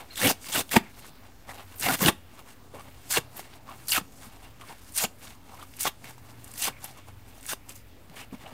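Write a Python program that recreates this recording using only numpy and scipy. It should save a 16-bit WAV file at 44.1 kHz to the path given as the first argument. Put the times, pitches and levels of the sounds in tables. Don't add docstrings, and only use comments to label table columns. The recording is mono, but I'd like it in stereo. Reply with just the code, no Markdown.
import sys
import numpy as np
from scipy import signal
from scipy.io import wavfile

SR = 44100
rng = np.random.default_rng(int(sys.argv[2]) if len(sys.argv) > 2 else 0)


def to_wav(sig):
    pcm = np.clip(np.atleast_2d(sig), -1, 1) * 32767
    pcm = np.round(pcm).astype(np.int16)
    wavfile.write(sys.argv[1], SR, pcm.T)


def rack_gain(trim_db):
    fader = np.asarray(trim_db, float)
    return 10 ** (fader / 20)


N = 376173

# f/Hz, level/dB
HISS_SPECTRUM = [(12, -29), (20, -18), (44, -11), (101, -9), (176, -16.5), (267, -16), (395, -18.5),
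                 (815, -21), (5270, -32), (9200, -37), (10600, -35), (13200, -37), (15600, -31)]
HISS_DB = -52.5
# f/Hz, correlation/1
HISS_LIKENESS = [(60, 0.78), (240, 0.084), (950, -0.0088), (3770, -0.35), (15000, -0.13)]
# t/s, f/Hz, level/dB
MOTOR = [(2.5, 124, -68), (2.8, 124, -58), (3.9, 122, -57), (4.1, 111, -59), (4.45, 108, -60),
         (4.65, 113, -57), (4.8, 112, -75), (5.75, 107, -68), (6.1, 124, -56), (6.3, 115, -55),
         (6.55, 116, -54), (6.9, 127, -59), (7.25, 109, -60), (7.5, 102, -68), (7.8, 116, -56),
         (8.0, 121, -61), (8.25, 111, -55), (8.53, 126, -57)]
# f/Hz, width/Hz, level/dB
DRONES = [(44.2, 4, -60), (90.5, 2.5, -60), (262, 30, -63)]
ROOM_T60_S, ROOM_DB, WALL_CUT_HZ = 0.26, -23, 14500
# f/Hz, width/Hz, boost/dB
HOLLOWS = [(797, 64, -12), (1100, 24, -20), (2210, 46, 1), (2772, 100, -2), (3570, 26, -0.5),
           (4200, 37, -5), (4800, 85, -7), (8560, 1950, -8.5)]

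# f/Hz, level per Hz/dB
CRACKLE_SPECTRUM = [(65, -18.5), (110, -5), (270, 2.5), (375, -3.5), (576, 3.5), (803, 7), (1010, 5.5),
                    (2210, -7), (2510, -11.5), (2840, -3.5), (3870, -5.5), (4120, -7.5), (5170, -9.5),
                    (12100, -10), (15500, -4.5)]
REGISTERS_HZ = [15500, 4500, 1400, 600, 85]
PATH_SPREAD = [0.93, 1, 1.8, 3.0]
STRUCK_SHARE = [.6, .2, .15, 0.25]

# t at full strength/s, rise/s, hold/s, level/dB, darkness/dB
RUSTLES = [(0.0, .011, .002, -49.5, 10.5), (.84, 0.037, 0.066, -64.5, 8.5), (1.255, 0.083, 0.018, -63, 8.5),
           (1.492, 0.024, 0.015, -50, 3.5), (1.54, 0.028, 0.066, -52.5, 6), (2.39, 0.068, .005, -55, 1),
           (2.49, 0.032, 0.012, -53.5, -3.5), (2.745, 0.013, 0.065, -57, 9), (2.86, 0.037, 0.025, -63, 12),
           (3.54, 0.052, 0.0059, -56, 3.5), (3.68, 0.016, 0.042, -58, 14.5),
           (4.35, 0.084, 0.0088, -61, 7.5), (4.45, 0.065, 0.0038, -56.5, 4),
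           (4.615, 0.031, 0.0085, -57, 5.5), (4.68, 0.038, 0.037, -54, 3.5), (5.35, .031, 0.0093, -69, 5),
           (5.52, 0.063, 0.11, -59.5, 8.5), (6.26, 0.032, 0.064, -61, 5), (6.88, 0.019, 0.034, -53, -3),
           (6.98, .021, .005, -56, 2), (7.084, 0.019, 0.0046, -58.5, 6.5), (8.1, 0.02, .005, -65, 0),
           (8.33, 0.014, 0.019, -60, 5), (8.41, 0.012, 0.17, -59.5, 10.5)]
# t at full strength/s, rise/s, hold/s, level/dB, darkness/dB
GRIPS = [(.106, 0.021, 0.042, -61.5, 6.5), (.99, 0.055, .005, -54.5, 0), (1.055, 0.05, 0.023, -52, -0.5),
         (1.72, 0.11, 0.18, -57, -1), (2.95, 0.097, 0.2, -62.5, 0), (3.37, 0.036, 0.039, -46.5, -5),
         (3.455, 0.036, 0.0087, -55.5, 1), (3.78, 0.059, 0.063, -59, -1), (4.155, 0.087, 0.053, -53.5, -15),
         (4.22, 0.025, 0.036, -49.5, -5), (4.89, 0.18, 0.0036, -52, -10), (5.235, 0.033, 0.068, -48.5, -4),
         (5.74, 0.073, 0.067, -53.5, -13), (6.045, 0.021, 0.055, -48, -4), (6.45, 0.16, 0.23, -56, -3),
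         (6.845, 0.03, .002, -41.5, -7.5), (7.3, 0.07, 0.18, -58, -5.5), (7.692, 0.0081, 0.0059, -43, -8),
         (7.755, 0.0072, 0.0076, -47.5, -14.5), (8.172, 0.034, 0.042, -49, -0.5)]
# share/1, offset/dB
RUSTLE_DARKENING = [(0.051, 1.5), (0.44, -0.16), (0.89, -2), (0.71, -5)]
# share/1, offset/dB
GRIP_DARKENING = [(0.072, 0), (0.94, 0.5), (0.76, -3), (0.99, -3)]
SETTLE_DB_PER_S, RESTING_DB = 330, -69

# t/s, peak level/dB, f/Hz
TAPS = [(1.045, -36, 1090), (1.492, -37, 825), (2.391, -38, 786), (2.475, -42, 1100), (2.499, -54, 740),
        (2.746, -37.5, 510), (2.795, -35, 886), (3.394, -26, 780), (3.695, -35.5, 1160), (4.612, -47, 1140),
        (4.71, -40, 880), (5.544, -37, 1010), (5.595, -36, 1140), (5.627, -29, 1200), (6.108, -35, 900),
        (6.18, -37.5, 930), (6.843, -32, 856), (6.973, -35.5, 1100), (7.08, -39, 1100), (7.379, -38.5, 644),
        (8.413, -49, 730)]
# t/s, length/s, level/dB, f/Hz
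SQUEAK = [(.109, .035, -54, 4200)]
# t/s, length/s, level/dB, f/Hz
RUBS = [(0.692, 0.0045, -45, 3600), (0.828, 0.02, -55, 2490), (0.854, 0.012, -50, 2200),
        (0.875, 0.033, -57, 2250), (1.49, 0.026, -49, 1170), (1.492, 0.0085, -45, 1940),
        (1.509, 0.005, -42, 1960), (1.519, 0.011, -50, 1170), (1.594, 0.017, -54, 1170),
        (1.759, 0.022, -46, 13200), (2.387, 0.01, -56, 2780), (2.39, 0.0065, -48, 1270),
        (2.473, 0.0073, -52, 1070), (2.737, 0.028, -44.5, 503), (2.755, 0.01, -48, 810),
        (2.786, 0.026, -49, 1170), (2.876, 0.011, -50, 900), (3.366, 0.013, -41, 13200),
        (3.367, 0.01, -50, 8560), (3.678, 0.042, -45, 1100), (4.237, 0.014, -50, 1170),
        (4.612, 0.006, -50, 3050), (4.612, 0.03, -48.5, 1190), (4.688, 0.004, -48, 4670),
        (4.688, 0.004, -53, 2770), (4.696, 0.036, -47, 895), (5.306, 0.0057, -56, 3630),
        (5.523, 0.031, -49, 1080), (5.589, 0.02, -52, 1190), (5.614, 0.007, -50, 3350),
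        (5.624, 0.012, -47, 1180), (5.767, 0.005, -48, 12110), (5.773, 0.005, -54, 2800),
        (6.106, 0.011, -53, 820), (6.514, 0.004, -51, 8560), (6.72, 0.067, -54.5, 2280),
        (7.428, 0.004, -57.5, 8560), (7.755, 0.012, -54, 7000), (7.757, 0.007, -45, 13200),
        (8.165, 0.077, -49, 2760), (8.311, 0.006, -53, 2510), (8.44, 0.03, -44.5, 734),
        (8.458, 0.013, -46.5, 2760), (6.845, 0.067, -51, 820), (6.97, .035, -55, 1100),
        (7.072, .025, -58, 1060)]
# t/s, length/s, level/dB, f/Hz
STRANDS = [(0.17, 0.029, -34, 3670), (0.222, 0.028, -26.5, 500), (0.244, 0.026, -25, 2160),
           (0.254, 0.024, -27.5, 820), (0.268, 0.024, -26, 2840), (0.537, 0.058, -32, 3560),
           (0.56, 0.016, -26.5, 2840), (0.731, 0.024, -37, 8560), (0.762, 0.0084, -11, 830),
           (0.763, 0.007, -37, 8560), (0.764, 0.0046, -26, 4750), (0.766, 0.0039, -15.5, 2000),
           (1.832, 0.01, -31, 2820), (1.854, 0.035, -28, 2140), (1.855, 0.018, -25, 693),
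           (1.883, 0.028, -27, 767), (1.884, 0.028, -27.5, 1470), (1.935, 0.0054, -36, 5090),
           (2.006, 0.023, -30, 1150), (2.058, 0.016, -23, 2900), (2.062, 0.025, -49, 9340),
           (2.08, 0.0069, -21, 855), (2.082, 0.006, -20.5, 1750), (2.082, 0.006, -21, 3520),
           (3.11, 0.015, -30, 7460), (3.134, 0.012, -30, 9300), (3.146, 0.027, -30.5, 4280),
           (3.162, 0.01, -25.5, 990), (3.167, 0.014, -28.5, 2200), (3.171, 0.018, -26.5, 451),
           (3.891, 0.005, -28.5, 4530), (3.907, 0.007, -24, 7750), (3.919, 0.0065, -25, 2850),
           (3.919, 0.012, -24, 4500), (3.943, 0.036, -28, 2730), (3.96, 0.0066, -23, 1510),
           (3.974, 0.012, -23.5, 1230), (4.975, 0.012, -24, 9150), (4.977, 0.012, -35, 4720),
           (5.012, 0.045, -33, 6900), (5.04, 0.0074, -29.5, 820), (5.046, 0.0077, -30, 2710),
           (5.864, 0.014, -35, 2840), (5.862, 0.015, -26, 1080), (6.615, 0.012, -37, 7850),
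           (6.662, 0.022, -38, 8560), (6.679, 0.0067, -27, 1080), (6.842, 0.022, -42, 12110),
           (7.516, 0.0061, -32.5, 1560)]

# t/s, peak level/dB, f/Hz
SNAPS = [(0.1575, -17, 3540), (0.1708, -23, 3920), (0.178, -16, 3420), (0.216, -7, 1810), (0.231, -7, 1950),
         (0.3099, -14, 2600), (0.4586, -27, 2970), (0.4675, -30, 1100), (0.5369, -11, 3570),
         (0.7175, -29, 3500), (0.7327, -10.5, 2660), (1.4927, -28, 2040), (1.784, -18, 11500),
         (1.797, -6, 11500), (1.81, -8, 8850), (2.0834, -0.5, 2700)]
# t/s, peak level/dB, f/Hz
CHUNK_SNAPS = [(3.0941, -27, 9390), (3.107, -19, 9610), (3.1237, -2, 9340), (3.8723, -20, 6470),
               (3.8826, -4.5, 11600), (3.8925, -8, 9600), (4.9219, -21, 11500), (4.9387, -21, 9220),
               (4.959, -20.5, 9230), (4.963, -5, 9230), (4.9778, 0, 9300), (5.767, -23, 9150),
               (5.7937, -16, 9150), (5.8076, -2, 11500), (5.811, -19, 9500), (5.82, -7, 9500),
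               (5.831, -4.5, 9100), (6.4435, -18.5, 9500), (6.478, -25, 9060), (6.5146, -22, 8540),
               (6.538, -18.5, 8800), (6.5622, -25, 10100), (6.5745, -28, 9500), (6.5814, -13, 10200),
               (6.591, -19, 7800), (6.6214, -4, 9900), (6.8425, -8, 11400), (7.4098, -29, 8500),
               (7.4288, -26, 7800), (7.441, -33, 9500), (7.448, -35, 9000), (7.4641, -14, 9500),
               (7.494, -21, 3580), (7.693, -15.5, 7750)]
# t/s, peak level/dB, centre f/Hz
CRACKS = [(.193, -26, 890), (.4436, -26, 1800), (.485, -24.5, 3000), (5.788, -29.5, 2000),
          (.6928, -21, 3500), (.7666, -1, 1800), (.7678, -10, 1000), (1.9926, -20, 2500),
          (2.0073, -21, 1200), (2.0462, -20, 1400), (2.475, -41, 1500), (3.9204, -2, 4700),
          (4.612, -29, 2010), (5.738, -31, 2500), (5.854, -14, 795), (6.0435, -24.5, 2000),
          (6.539, -31, 2400), (7.4288, -31, 3500), (7.4387, -34, 2000), (7.456, -26, 2000),
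          (8.098, -34.5, 2700)]
TICK_ATTACK_S = 0.00021

# t/s, peak level/dB, f/Hz, relative knock level/dB, ring t60/s
POPS = [(0.7675, -1.5, 223, -31, 0.033), (0.7684, -8, 331, -23.5, 0.031), (1.851, -27, 129.4, -19.5, 0.043),
        (1.915, -28, 168, -20, 0.083), (1.936, -23, 248, -10, 0.046), (0.306, -22, 380, -10, 0.022),
        (1.8856, -18.5, 192, 6, 0.019), (2.018, -15.5, 190, -20, 0.054), (2.049, -17.5, 158, -3, 0.088),
        (2.063, -16, 318, -14, 0.077), (2.085, -4, 207, -22, 0.023), (2.74, -41.5, 272, -7, 0.09),
        (3.181, -20, 328, -19, 0.023), (3.184, -21.5, 140, -22, 0.03), (3.979, -22, 286, 0.5, 0.029),
        (4.011, -31, 185, -5, 0.049), (4.267, -38, 224, -7, 0.051), (5.047, -25, 240, 8, 0.029),
        (5.868, -37, 320, 5, 0.049), (6.68, -36, 270, 7, 0.034), (6.682, -37, 162, -16, 0.05),
        (7.533, -41.5, 386, 19.5, 0.028), (8.098, -41.5, 167, -4, 0.071), (8.324, -27.5, 240, -23, 0.039),
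        (8.339, -25, 235, -22.5, 0.036), (8.326, -33, 404, -20, 0.033)]
POP_LAG_S = 0.00022
ROCK_DB, ROCK_HZ = -2, 140

# t at full strength/s, build-up/s, flap loose after/s, hold/s, level/dB
RIPS = [
    (.172, 0.015, 0.029, 0.049, -33.5),
    (.235, 0.073, -0.01, 0.08, -22.5),
    (0.459, 0.063, 0.031, 0.012, -36),
    (0.486, 0.0034, 0.011, 0.015, -36.5),
    (0.554, 0.077, -0.014, 0.057, -27.5),
    (.719, 0.015, 0.012, 0.054, -29),
    (1.821, 0.032, 0.043, 0.13, -25.5),
    (2.012, 0.041, -0.034, 0.082, -29.5),
    (2.068, 0.11, -0.042, 0.011, -22.5),
]
# t at full strength/s, build-up/s, flap loose after/s, hold/s, level/dB
CHUNK_RIPS = [
    (3.108, 0.02, 0.069, 0.074, -24.5),
    (3.884, 0.0036, 0.11, 0.047, -29),
    (3.919, 0.019, 0.058, 0.06, -24),
    (4.975, 0.034, 0.056, 0.07, -24.5),
    (5.808, 0.023, 0.12, 0.073, -28.5),
    (6.622, 0.075, 0.054, 0.057, -27.5),
    (7.49, 0.038, 0.053, 0.042, -30.5),
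]
# delay/s, climb rate/(dB/s), deepest level/dB, loose level/dB
LOOSENING = [(-.022, 400, -8, -3.5), (0.001, 350, -19, -7), (.01, 580, -10, -5.5)]
# delay/s, climb rate/(dB/s), deepest level/dB, loose level/dB
CHUNK_LOOSENING = [(-.045, 600, -6.5, -6), (0.001, 328, -14.5, -6.5), (0.015, 900, -27, -3.5)]
# t/s, level/dB, relative low push level/dB
JERKS = [
    (0.7627, -23, 0.5),
    (2.083, -27, 1.5),
    (3.172, -29.5, -5),
    (3.976, -32.5, -8),
    (5.041, -33.5, -8),
    (5.855, -33, -21),
    (5.867, -32.5, -4),
    (6.679, -35, 4.5),
    (7.53, -49, 4),
]
JERK_COLOUR_DB = [-1, 2.5, 2]
JERK_S, JERK_RISE_DB_PER_S, JERK_FALL_DB_PER_S = 0.0061, 2000, 1003
BUILD_DB, LEAD_DB, LEAD_DB_PER_S, SAG_DB_PER_S = 21.5, 23.5, 123, 19.5
LET_GO_DB_PER_S, TAIL_DB, TAIL_DB_PER_S = 1100, 36, 202

CUTOFF_HZ = 16250


def rms_one(x):
    return x / np.sqrt(np.mean(x ** 2) + 1e-20)


def at_hz(points, hz):
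    f, level = np.array(points).T
    return np.interp(np.log(hz), np.log(f), level)


def louder(levels_db, new_db):
    return 10 * np.log10(rack_gain(2 * levels_db) + rack_gain(2 * new_db))


def drift(rate):
    r = np.exp(-40 * np.pi * rate / SR)
    slow = signal.lfilter([1], [1, -2 * r, r * r], rng.standard_normal(N // 20 + 2002))[2000:]
    return np.interp(np.arange(N) / 20, np.arange(len(slow)), rms_one(slow))


def ring(clicks, hz, t60):
    r, w = rack_gain(-60 / (t60 * SR)), 2 * np.pi * hz / SR
    return signal.lfilter([0, np.sin(w)], [1, -2 * r * np.cos(w), r * r], clicks + 1e-18)


def band(x, low_hz, high_hz):
    return signal.sosfilt(signal.butter(2, [low_hz, high_hz], "band", fs=SR, output="sos"), x)


def hiss():
    out, white = 0, rng.standard_normal((2, 2, N))
    edges = 20 * 2 ** np.arange(0, 10.2, .5)
    for k, (low, high) in enumerate(zip(edges, edges[1:])):
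        mid, side = band(white[k % 2], low, high)
        hz = np.sqrt(low * high)
        alike = np.clip(at_hz(HISS_LIKENESS, hz), -1, 1)
        gain = rack_gain(at_hz(HISS_SPECTRUM, hz) + 2.5 * drift(3.6))
        out = out + gain * (np.sqrt(1 + alike) * mid + np.sqrt(1 - alike) * side * [[1], [-1]])
    return rack_gain(HISS_DB) * rms_one(out)


def machines():
    s, hz, level_db = np.transpose(MOTOR)
    t = np.arange(N) / SR
    phase = 2 * np.pi * np.cumsum(np.interp(t, s, hz)) / SR
    motor_db = np.interp(t, s, level_db, left=-80) + 2.9 * drift(2.2)
    out = rack_gain(motor_db) * np.sin(phase)
    for centre_hz, width_hz, drone_db in DRONES:
        t60 = np.log(1000) / (np.pi * width_hz)
        out = out + rack_gain(drone_db) * rms_one(ring(rng.standard_normal(N), centre_hz, t60))
    return out


def room(x):
    out, dull = np.zeros((2, N)), np.exp(-2 * np.pi * WALL_CUT_HZ / SR)
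    lags = (rng.uniform(0.013, 0.044, 12) * SR).astype(int)
    for k, lag in enumerate(lags):
        loop, gain, state = x.copy(), rack_gain(-60 * lag / SR / ROOM_T60_S), [0.]
        for i in range(lag, N, lag):
            back, state = signal.lfilter([gain * (1 - dull)], [1, -dull], loop[i - lag:i], zi=state)
            loop[i:i + lag] += back[:N - i]
        out[k % 2] += (loop - x) * (-1) ** (k // 2)
    return out


def hollows(x, shift_db):
    out = x.copy()
    for hz, width_hz, boost_db in HOLLOWS:
        r, w = np.exp(-np.pi * width_hz / SR), 2 * np.pi * hz / SR
        poles = [1, -2 * r * np.cos(w), r * r]
        narrow = signal.lfilter([(1 - r * r) / 2, 0, (r * r - 1) / 2], poles, x)
        out += rack_gain(boost_db + shift_db * drift(6.5)) * narrow
    return out


def handling():
    t, out = np.arange(0, N + 32, 32) / SR, RESTING_DB
    for touches, darkening in [(GRIPS, GRIP_DARKENING), (RUSTLES, RUSTLE_DARKENING)]:
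        share, offset_db = np.transpose(darkening)[:, :, None]
        for s, rise_s, held_s, level_db, dark_db in touches:
            rise_db = 10 * np.maximum(s - t, 0) / np.clip(rise_s, .005, .15)
            settle_db = SETTLE_DB_PER_S * np.maximum(t - s - held_s, 0)
            top_db = level_db - rise_db - settle_db
            out = louder(out, top_db + dark_db * share + offset_db)
    return [np.interp(np.arange(N) / SR, t, row) for row in out]


def strands(events, per_s, cycles, edge_s, gain_db):
    out, t = np.zeros((2, N + 5000)), np.arange(5000) / SR
    born = rng.random((len(events), 5000))
    sizes = rng.standard_normal((len(events), 3, 5000))
    port_gain = rack_gain(np.array([[.6], [-.6]]))
    for (s, length_s, level_db, hz), dice, (mid, left, right) in zip(events, born, sizes):
        snaps = (dice < per_s / SR) * (mid + 0.5e-4 * hz * np.array([left, right]))
        sung = rms_one(ring(ring(snaps, hz, cycles / hz), hz, cycles / hz))
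        fall_db = 6.0 * np.maximum(t - edge_s - length_s, 0) / edge_s
        shape = np.clip(t / edge_s, 0, 1) * rack_gain(-fall_db)
        i = round((s - edge_s) * SR)
        out[:, i:i + 5000] += rack_gain(level_db + gain_db) * shape * sung * port_gain
    return out[:, :N]


def ticks(events, cycles, puff_share, puff_t60, gain_db):
    out, t = np.zeros((2, N + 1200)), np.arange(1200) / SR
    chance = rng.standard_normal((len(events), 2, 1200))
    attack, port_gain = 1 - np.exp(-t / TICK_ATTACK_S), rack_gain(np.array([[.7], [-.7]]))
    for (s, peak_db, hz), puff in zip(events, chance):
        tick = np.sin(2 * np.pi * hz * t) * rack_gain(-60 * t * hz / cycles)
        torn = puff_share * band(puff, hz / 1.43, 13700) * rack_gain(-60 * t / puff_t60)
        i = round(s * SR)
        out[:, i:i + 1200] += rack_gain(peak_db + gain_db) * port_gain * (tick + torn) * attack
    return out[:, :N]


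def pops():
    out, t = np.zeros(N + 4000), np.arange(4000) / SR
    chance = rng.standard_normal((len(POPS), 4000))
    swell = 1 - np.exp(-t / 0.0036)
    for (s, peak_db, hz, knock_db, t60), rough in zip(POPS, chance):
        modes = np.sin(2 * np.pi * hz * t) + 0.13 * np.sin(2 * np.pi * 1.476 * hz * t)
        swing = modes * swell * rack_gain(-60 * t / t60)
        knock = rms_one(band(rough, 380, 3300)) * rack_gain(knock_db - 4.0 - 60 * t / 0.015)
        i = round(s * SR)
        out[i:i + 4000] += rack_gain(peak_db + 4.0) * (swing + knock)
    return out[:N]


def two_ports(at, sizes, lag, left_db):
    out = np.zeros((2, N))
    left_at = np.clip(at + np.round(lag).astype(int), 0, N - 1)
    np.add.at(out[0], left_at, sizes * rack_gain(left_db / 2))
    np.add.at(out[1], at, sizes * rack_gain(-left_db / 2))
    return out


def tearing():
    t, out = np.arange(0, N + 32, 32) / SR, -120.
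    for rips, loosening in [(RIPS, LOOSENING), (CHUNK_RIPS, CHUNK_LOOSENING)]:
        for s, build_s, loose_s, held_s, level_db in rips:
            before, after = np.maximum(s - t, 0), np.maximum(t - s - held_s, 0)
            rise_db = np.minimum(BUILD_DB * before / max(build_s, 1e-3), LEAD_DB + LEAD_DB_PER_S * before)
            fall_db = np.minimum(LET_GO_DB_PER_S * after, TAIL_DB + TAIL_DB_PER_S * after)
            sag_db = SAG_DB_PER_S * np.clip(t - s, 0, held_s)
            top_db = level_db - rise_db - fall_db - sag_db
            lows = [loose_db + np.clip(climb * (t - s - loose_s - late_s), deep_db, 0)
                    for late_s, climb, deep_db, loose_db in loosening]
            out = louder(out, top_db + np.array([0 * t] + lows))
    for s, level_db, push_db in JERKS:
        rise_db = JERK_RISE_DB_PER_S * np.maximum(s - t, 0)
        fall_db = JERK_FALL_DB_PER_S * np.maximum(t - s - JERK_S, 0)
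        colour_db = np.array(JERK_COLOUR_DB + [push_db])[:, None]
        out = louder(out, level_db - rise_db - fall_db + colour_db)
    return [np.interp(np.arange(N) / SR, t, row) for row in out]


def foam(levels_db, per_s, uneven_db, clump_db, patchy_db, cycles, spread_db):
    rate = per_s * rack_gain(clump_db * drift(70))
    at = np.flatnonzero(rng.random(N) < rate / SR)
    strength = rack_gain(uneven_db * np.minimum(rng.exponential(1, len(at)), 5))
    sizes = strength * rng.choice([-1, 1], len(at))
    spot = rng.normal(0, 3.0, len(at))
    left_db = rng.normal(1.24, spread_db, len(at))
    out = np.zeros((2, N))
    for k, level_db in enumerate(levels_db):
        high_hz, low_hz, pores = REGISTERS_HZ[k], REGISTERS_HZ[k + 1], 0
        for hz in np.geomspace(low_hz, high_hz, 13)[1::2]:
            hit = rng.random(len(at)) < STRUCK_SHARE[k]
            struck = sizes * hit * rack_gain(patchy_db * drift(16.2)[at])
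            clicks = two_ports(at, struck, PATH_SPREAD[k] * spot - 2.5, left_db)
            pore = rms_one(ring(clicks, hz, cycles / hz))
            pores = pores + pore * rack_gain(at_hz(CRACKLE_SPECTRUM, hz)) * np.sqrt(hz)
        steep = band(band(pores, low_hz, high_hz), 0.65 * low_hz, 1.32 * high_hz)
        out += rack_gain(level_db) * rms_one(steep)
    return out


def scene():
    background = hiss() + machines()
    rustles = foam(handling(), per_s=7000, uneven_db=2.0, clump_db=2.5, patchy_db=4.0, cycles=3.2, spread_db=5.5)
    taps = ticks(TAPS, cycles=12.0, puff_share=0.43, puff_t60=0.047, gain_db=-2.0)
    squeak = strands(SQUEAK, per_s=1900, cycles=40.0, edge_s=0.0046, gain_db=3.5)
    rubs = strands(RUBS, per_s=2500, cycles=8.8, edge_s=.003, gain_db=-2.5)
    sung = strands(STRANDS, per_s=4000, cycles=13.0, edge_s=.002, gain_db=-4.0)
    snaps = ticks(SNAPS + CHUNK_SNAPS, cycles=20.0, puff_share=0.38, puff_t60=0.032, gain_db=-7.0)
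    cracks = ticks(CRACKS, cycles=4.7, puff_share=0.27, puff_t60=0.0084, gain_db=3.0)
    pop, t = pops(), np.arange(N) / SR
    pushed = np.array([pop, np.interp(t - POP_LAG_S, t, pop)]) * rack_gain(np.array([[-.8], [.8]]))
    rips = foam(tearing(), per_s=9000, uneven_db=2.0, clump_db=3.0, patchy_db=3.5, cycles=11.2, spread_db=8.0)

    torn = hollows(rack_gain(-0.37) * rips + snaps + cracks, shift_db=1.5)
    touched = hollows(rack_gain(-0.32) * rustles, shift_db=-1.0)
    hands = torn + touched + taps + squeak + rubs + sung + pushed
    middle = hands.mean(axis=0)
    rocking = signal.sosfilt(signal.butter(3, ROCK_HZ, fs=SR, output="sos"), middle)
    return hands + rack_gain(ROCK_DB) * rocking * [[-1], [1]] + rack_gain(ROOM_DB) * room(middle) + background


def top_cut(x):
    return signal.sosfilt(signal.butter(12, 15780, fs=SR, output="sos"), x)


def record(dry):
    cut = signal.sosfilt(signal.butter(2, 36, "high", fs=SR, output="sos"), dry)
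    clipped = np.clip(cut, -1, 1)
    mix = signal.sosfilt(signal.cheby2(14, 50, CUTOFF_HZ, fs=SR, output="sos"), clipped) - .0024
    return top_cut(mix)


dry = scene()
out = record(dry)
to_wav(out)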